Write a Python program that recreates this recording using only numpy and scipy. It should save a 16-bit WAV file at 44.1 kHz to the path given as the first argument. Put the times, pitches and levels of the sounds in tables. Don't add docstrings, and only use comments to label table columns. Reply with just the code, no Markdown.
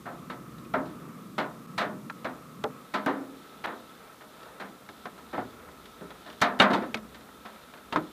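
import sys
import numpy as np
from scipy import signal
from scipy.fft import rfft, irfft, next_fast_len
from scipy.io import wavfile
from scipy.ndimage import map_coordinates

SR = 44100
rng = np.random.default_rng(int(sys.argv[2]) if len(sys.argv) > 2 else 0)


def invert_db(level):
    return 10 ** (np.asarray(level, dtype=float) / 20)


def wrap_up_sound(samples):
    columns = np.atleast_2d(samples).T
    tamed = np.clip(columns, -1, 1)
    steps = np.round(tamed * 32767).astype(np.int16)
    wavfile.write(sys.argv[1], SR, steps)


N = 358091
TOP_HZ = 15050


def along(points, hz):
    f, v = np.transpose(points)
    return np.interp(np.log(hz + 1), np.log(f + 1), v)


def unit(x):
    return x / np.sqrt(np.mean(x ** 2) + 1e-20)


def wobble(rate):
    return map_coordinates(rng.standard_normal(int(N * rate / SR) + 4), [np.arange(N) * rate / SR])


def coloured(x, gain):
    m = next_fast_len(len(x) + 8192)
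    hz = np.fft.rfftfreq(m, 1 / SR)
    return unit(irfft(rfft(x, m) * gain(hz), m)[:len(x)])


def rush(spectrum, flutter_db, patter_db):
    chance, size = rng.random(N), rng.exponential(size=N)
    landed = chance < 90 / SR
    patter = landed * invert_db(2.7 * np.minimum(size, 3)) * rng.choice([-1, 1], N)
    smear = rng.standard_normal(400) * invert_db(-60 * np.arange(400) / SR / 0.012)
    patter = unit(signal.fftconvolve(patter, smear)[:N])
    mix = rng.standard_normal(N) + invert_db(patter_db) * patter
    mix = coloured(mix, lambda hz: invert_db(along(spectrum, hz)))
    flutter = wobble(6.6) + 0.067 * wobble(2.93)
    return unit(mix * invert_db(flutter_db * flutter))


def background_change(early, late):
    changed = np.clip((np.arange(N) / SR - 2.74) / .2, 0, 1)
    return np.sqrt(1 - changed) * early + np.sqrt(changed) * late


# (frequency [Hz], level [dB per Hz])
GROUND_TONE = [(12, -70), (30, -24), (45, -8), (62, -1), (85, -6), (120, -35), (200, -90)]


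def ground(gust_db):
    return invert_db(gust_db + 8.5) * rush(GROUND_TONE, flutter_db=1.5, patter_db=-25)


# (frequency [Hz], level [dB per Hz])
THUNDER_EARLY = [(60, -78), (110, -3), (150, 3), (240, 2), (340, -5), (480, -19), (900, -77)]
# (frequency [Hz], level [dB per Hz])
THUNDER_LATE = [(60, -55.5), (110, -10.5), (150, -6.5), (200, -1.5), (260, -2.5), (340, -8), (480, -10.5),
                (900, -79)]


def thunder(roll_db):
    early = rush(THUNDER_EARLY, flutter_db=0.0, patter_db=-7.5)
    late = rush(THUNDER_LATE, flutter_db=0.6, patter_db=-8)
    return invert_db(roll_db - 1.5) * background_change(early, late)


# (frequency [Hz], level [dB per Hz])
RAIN_EARLY = [(250, -45), (450, 2.5), (750, -8.5), (950, -7), (1100, 1), (1310, 5), (1420, -7),
              (1600, -10.5), (2000, -12.5), (2700, -16), (4000, -54)]
# (frequency [Hz], level [dB per Hz])
RAIN_LATE = [(250, -12), (450, -1.5), (750, -5), (1000, -5), (1170, -4), (1240, -1.5), (1310, 5.5),
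             (1400, -4.5), (1550, -8), (2000, -11.5), (2700, -15.5), (4000, -68)]


def far_rain():
    early = rush(RAIN_EARLY, flutter_db=-1.1, patter_db=-22)
    late = rush(RAIN_LATE, flutter_db=-1.94, patter_db=-9)
    return invert_db(-52.5) * background_change(early, late)


# (frequency [Hz], level [dB per Hz])
SPRAY_TONE = [(1800, -30), (2600, -11), (3100, -3), (3700, 0.5), (4300, -6.5), (5200, -13), (8000, -29.5)]


def spray(roll_db):
    gains = 0.49
    level_db = -64.5 - gains * (roll_db - roll_db.mean())
    return invert_db(level_db) * rush(SPRAY_TONE, flutter_db=1.6, patter_db=-6.5)


# (time [s], thunder level [dB], gust level [dB])
WEATHER = [(0, -46, -72), (.4, -44.5, -70), (.8, -42, -68), (1.2, -42.5, -76), (1.55, -47, -74),
           (1.95, -40.5, -80), (2.3, -49, -76), (2.7, -46.5, -80), (2.85, -54, -81), (3.5, -52.5, -78),
           (4.2, -56.5, -76), (5.1, -53.5, -75), (5.5, -53.5, -67.5), (6.12, -55, -70), (6.35, -54.5, -76),
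           (7.05, -49, -67), (7.5, -57.5, -76.5), (8.12, -54, -69)]


def storm():
    s, *levels = np.transpose(WEATHER)
    roll_db, gust_db = (np.interp(np.arange(N) / SR, s, db) for db in levels)
    return ground(gust_db) + thunder(roll_db) + far_rain() + spray(roll_db)


# (frequency [Hz], level [dB per Hz])
HISS_TONE = [(300, 5), (2000, 0), (8000, -2), (14000, -2), (20000, -5)]


def hiss():
    noise = rng.standard_normal(N)
    return invert_db(-60) * coloured(noise, lambda hz: invert_db(along(HISS_TONE, hz)) * (hz < TOP_HZ))


def tilt_db(hz, boom_db, bright_db):
    deep = (boom_db + 10) / (1 + (hz / 480) ** 3)
    bright = (bright_db + 10) / (1 + (2600 / (hz + 1)) ** 4)
    return deep + bright


# (frequency [Hz], decay time as a multiple of the drop's own)
RING_SHARE = [(120, 1.5), (260, 2.3), (600, 1.3), (1300, 1), (2200, .75), (4000, .55), (8000, .4),
              (15000, .3)]


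def ring_time(hz, t60):
    return t60 * along(RING_SHARE, hz)


# (frequency [Hz], level [dB per Hz])
PLATE_TONE = [(60, -20), (140, -4.5), (250, 5.5), (500, 1), (1100, 2), (1900, 0), (2700, -5.5), (3900, -2),
              (5200, -13), (8000, -20.5), (15000, -29.5)]


def plate_crowd(t, boom_db, bright_db, t60):
    gain = lambda hz: invert_db(along(PLATE_TONE, hz) + tilt_db(hz, boom_db, bright_db)) * (hz < TOP_HZ)
    crowd = coloured(rng.standard_normal(len(t)), gain)
    hz, frames, z = signal.stft(crowd, SR, nperseg=256)
    fade_db = -60 * frames / ring_time(hz, t60)[:, None]
    return signal.istft(z * invert_db(fade_db), SR, nperseg=256)[1][:len(t)]


# (frequency [Hz], level [dB])
PANE_NOTES = [(516, -6.5), (617, 0), (700, -2), (908, -6), (1014, -3.5), (1183, -20), (1310, 0.5),
              (1446, -6), (1535, -4), (1792, -3), (2060, -18)]


def pane_notes(t, boom_db, bright_db, t60):
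    hz, db = np.transpose(PANE_NOTES)
    level_db = db + tilt_db(hz, boom_db, bright_db) + rng.normal(0, 3.5, len(hz)) - 11
    fade_db = -60 * t / (1.18 * ring_time(hz, t60))[:, None]
    tones = np.sin(2 * np.pi * hz[:, None] * t)
    return np.sum(invert_db(level_db[:, None] + fade_db) * tones, axis=0)


# (frequency [Hz], level [dB per Hz])
SNAP_TONE = [(100, 12.5), (400, -5), (1300, 6.5), (3800, -8.5), (5500, -14), (9000, -31), (16300, -41),
             (16400, -90)]


def contact_snap(t, rise):
    t = t[:1024]
    burst = coloured(rng.standard_normal(1024), lambda hz: invert_db(along(SNAP_TONE, hz)))
    return burst * invert_db(-60 * t / 0.019) * (1 - np.exp(-t / (rise / 2)))


def drop(boom_db, bright_db, t60, snap_db, rise):
    t = np.arange(int(.6 * SR)) / SR
    ringing = plate_crowd(t, boom_db, bright_db, t60) + pane_notes(t, boom_db, bright_db, t60)
    swell = 1 - np.exp(-t / rise)
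    snap = np.pad(contact_snap(t, rise), (0, len(t) - 1024))
    return ringing * swell + invert_db(snap_db + 6.5) * snap


def strike(table, snap_db, rise):
    out = np.zeros(N + SR)
    for s, db, boom_db, bright_db, t60 in table:
        one = invert_db(db - 9.5) * drop(boom_db, bright_db, np.clip(t60, .02, .65), snap_db, rise)
        out[round((s - 1.3 * rise) * SR):][:len(one)] += one
    return out


def notes(table, beat, rise, level_db):
    out = np.zeros(N + SR)
    t = np.arange(int(.8 * SR)) / SR
    for s, db, hz, t60 in table:
        partner_hz = hz * (1 + beat * rng.uniform(0.443, 1.4))
        pair = np.sin(2 * np.pi * hz * t) + 0.47 * np.sin(2 * np.pi * partner_hz * t)
        envelope = invert_db(db + level_db - 60 * t / t60) * (1 - np.exp(-t / rise))
        out[round(s * SR):][:len(t)] += envelope * pair
    return out[:N]


def short_lived(table):
    return [(s, db, hz, 0.084 * (hz / 1000) ** -0.56) for s, db, hz in table]


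# (time [s], peak level [dB], boom [dB], brightness [dB], decay time [s])
WATER_SLAPS = [
    (0.066, -24.5, -14, -32, 0.32),
    (5.340, -20, -8, -23, 0.23),
    (6.268, -31, -10, -14, 0.31),
    (6.712, -11.5, -4.5, -21, 0.24),
]


def water_slaps():
    return strike(WATER_SLAPS, snap_db=-30, rise=.009)


# (time [s], peak level [dB], boom [dB], brightness [dB], decay time [s])
NEAR_DROPS = [(0.3002, -26.5, -14, -19.5, 0.27), (2.101, -21.5, -42, -27.5, 0.037),
              (2.64, -21.5, -40, 2, 0.031), (2.641, -16, -16, -51, 0.086), (3.063, -14.5, -12, -28, 0.36),
              (4.89, -30, -11, -15, 0.081), (5.056, -26, -13, -18.5, 0.11), (6.405, -32.5, -24, -5, .1),
              (6.4155, -17, -38, 16, 0.15), (6.591, -25, -24, -4, 0.157), (6.6, -5, -25.5, -24.5, 0.37),
              (6.618, -6.5, -18, -19, 0.19), (6.945, -16, -9, -2.5, 0.068), (6.971, -29.5, -11, -9, 0.1),
              (7.926, -19, -12, -16, 0.16), (7.9607, -14, -4, -21, 0.14)]


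def near_drops():
    return strike(NEAR_DROPS, snap_db=-7, rise=0.000756)


# (time [s], peak level [dB], brightness [dB], decay time [s])
SMALL_DROPS = [(0.583, -41, -4, 0.077), (0.648, -44, -7, 0.084), (4.209, -38, -24, 0.29),
               (4.431, -35.5, 1, 0.052), (4.457, -37, -16, 0.078), (5.179, -39.5, -16, 0.18),
               (5.45, -42, -12, 0.088), (5.688, -33.5, -37, 0.054), (5.857, -36.5, -3, 0.089),
               (6.105, -30.5, -17, 0.089), (6.301, -31, -8, 0.073), (6.329, -37, -5, 0.083),
               (7.145, -35, -6, 0.16), (7.208, -41, -13, 0.117), (7.289, -35, -35, 0.047),
               (7.738, -32.5, -20, 0.12), (7.774, -38.5, -17, 0.16)]


def small_drops():
    table = [(s, db, -21, bright_db, t60) for s, db, bright_db, t60 in SMALL_DROPS]
    return strike(table, snap_db=-17, rise=0.000756)


# (time [s], peak level [dB], frequency [Hz])
BRIGHT_PINGS = [
    (0.5836, -49, 3860),
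    (0.6504, -48, 2500),
    (3.0604, -39, 2900),
    (3.6424, -34, 3100),
    (5.0579, -46, 3010),
    (6.418, -23, 5800),
    (6.5999, -7, 3740),
    (6.6194, -24, 3440),
    (6.7336, -41, 3570),
    (7.9249, -27, 2770),
]


def pings():
    return notes(short_lived(BRIGHT_PINGS), beat=0.127, rise=0.0003, level_db=-4.5)


# (time [s], peak level [dB], boom [dB], brightness [dB], decay time [s])
FAR_PANEL_DROPS = [(0.741, -15, -11.5, -33, 0.3), (0.857, -41, 1, -4, 0.54), (1.384, -15, -16.5, -20, 0.3),
                   (1.782, -14, -29, -14, 0.23), (1.809, -17.5, -14, -20, 0.35),
                   (2.249, -18.5, -14.5, -25, 0.24), (2.942, -16, -19, -17, 0.29),
                   (3.643, -17.5, -19, -23.5, 0.33), (4.602, -25, -15, -19.5, 0.31),
                   (5.38, -20.5, -7, -30, 0.23), (6.014, -30, 5, -34, 0.16),
                   (6.4208, -8.5, -22.5, -19.5, 0.33), (6.734, -13.5, -8, -13.5, 0.27),
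                   (6.825, -23.5, -8, -25, 0.22), (7.455, -29, -25, -19, 0.21)]


def far_drops():
    return strike(FAR_PANEL_DROPS, snap_db=-7, rise=.003)


# (time [s], peak level [dB], frequency [Hz])
BENDING_NOTES = [(0.74, -25, 265), (1.383, -29, 224.4), (1.78, -33, 203), (2.257, -32.5, 256.7),
                 (2.641, -33.5, 253), (2.94, -30.5, 273), (2.944, -29.5, 207), (3.064, -20.5, 270),
                 (3.643, -45, 315), (4.604, -38, 195.4), (5.375, -37, 246), (5.384, -36.5, 111.5),
                 (6.013, -34.5, 398), (6.015, -38, 173), (6.03, -45, 294), (6.419, -28, 197.5),
                 (6.431, -25, 247), (6.599, -19, 250), (6.602, -18.5, 199), (6.734, -36, 262),
                 (6.75, -21.5, 198.7), (6.95, -31, 220), (7.454, -39.5, 211), (7.9595, -19, 308.6),
                 (7.958, -26, 164.5)]


def booms():
    heavy = np.array([row for row in [*NEAR_DROPS, *FAR_PANEL_DROPS] if row[-1] > .125])
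    table = []
    for s, db, hz in BENDING_NOTES:
        nearest = np.argmin(abs(heavy[:, 0] - s))
        table.append((s, db, hz, 2.18 * heavy[nearest, -1]))
    return notes(table, beat=0.089, rise=0.0025, level_db=-6.5)


# (time [s], peak level [dB], frequency [Hz])
SPOT_NOTES = [(0.741, -13.5, 625), (.741, -11, 1394), (1.382, -26, 622), (2.099, -24, 1370),
              (2.643, -16.5, 589), (2.643, -15, 436), (2.6425, -15.5, 797), (3.063, -14, 713),
              (5.057, -25, 729), (5.38, -12.5, 735), (6.42, -21, 1310), (6.6, -30, 1044), (6.605, -9, 559),
              (6.6, -3, 2260), (6.6, -1.5, 2860), (6.745, -9.5, 906), (6.943, -16.5, 2180),
              (7.924, -19, 914), (7.9605, -11, 1280), (7.9605, -20, 890)]


def knocks():
    return notes(short_lived(SPOT_NOTES), beat=0.126, rise=0.0011, level_db=-10.0)


# (time [s], peak level [dB], frequency [Hz])
HARD_TAPS = [
    (2.0986, -19.5, 1800),
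    (2.6400, -19, 3330),
    (5.0578, -25.5, 1670),
    (6.9438, -10, 2400),
    (7.9599, -1.5, 1040),
]


def taps():
    table = [(s, db, hz, 0.01) for s, db, hz in HARD_TAPS]
    return notes(table, beat=0.26, rise=.0002, level_db=-5.5)


# (time [s], level [dB])
BARE_CLICKS = [
    (3.0615, -22),
    (3.6613, -28),
]


def clicks():
    out = np.zeros(N)
    for s, db in BARE_CLICKS:
        out[round(s * SR)] += invert_db(db)
    return out


def thin_bass(x):
    m = next_fast_len(len(x))
    u = 1j * np.fft.rfftfreq(m, 1 / SR) / 94
    return irfft(rfft(x, m) * u * u / (1 + np.sqrt(2) * u + u * u), m)[:N]


def drops():
    plates = thin_bass(water_slaps() + near_drops() + small_drops() + far_drops())
    return plates + pings() + booms() + knocks() + taps() + clicks()


def scene():
    return (storm() + drops())[None]


# (time [s], recovery time [s], depth [0-1])
SOUND_LOSSES = [
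    (1.664, .008, .8),
    (3.6616, .007, .97),
]


def dropouts(x):
    t = np.arange(N) / SR
    for s, recovery, depth in SOUND_LOSSES:
        x = x * (1 - depth * (t > s) * np.exp(-((t - s) / recovery) ** 2))
    return x


def top_cut(x):
    return signal.sosfilt(signal.butter(12, 16340, fs=SR, output="sos"), x)


def record(dry):
    x = dropouts(dry + hiss())
    m = next_fast_len(N + 4096)
    hz = np.fft.rfftfreq(m, 1 / SR)
    bass_cut = hz ** 2 / (hz ** 2 + 45 ** 2)
    treble_cut = np.where(hz < TOP_HZ, 1, invert_db(-13.5)) * (hz < 16300)
    x = irfft(rfft(x, m) * bass_cut * treble_cut, m)[:, :N]
    x = x / (1 + np.abs(x / .7) ** 4) ** (1 / 4)
    return top_cut(x)


dry = scene()
out = record(dry)
wrap_up_sound(out)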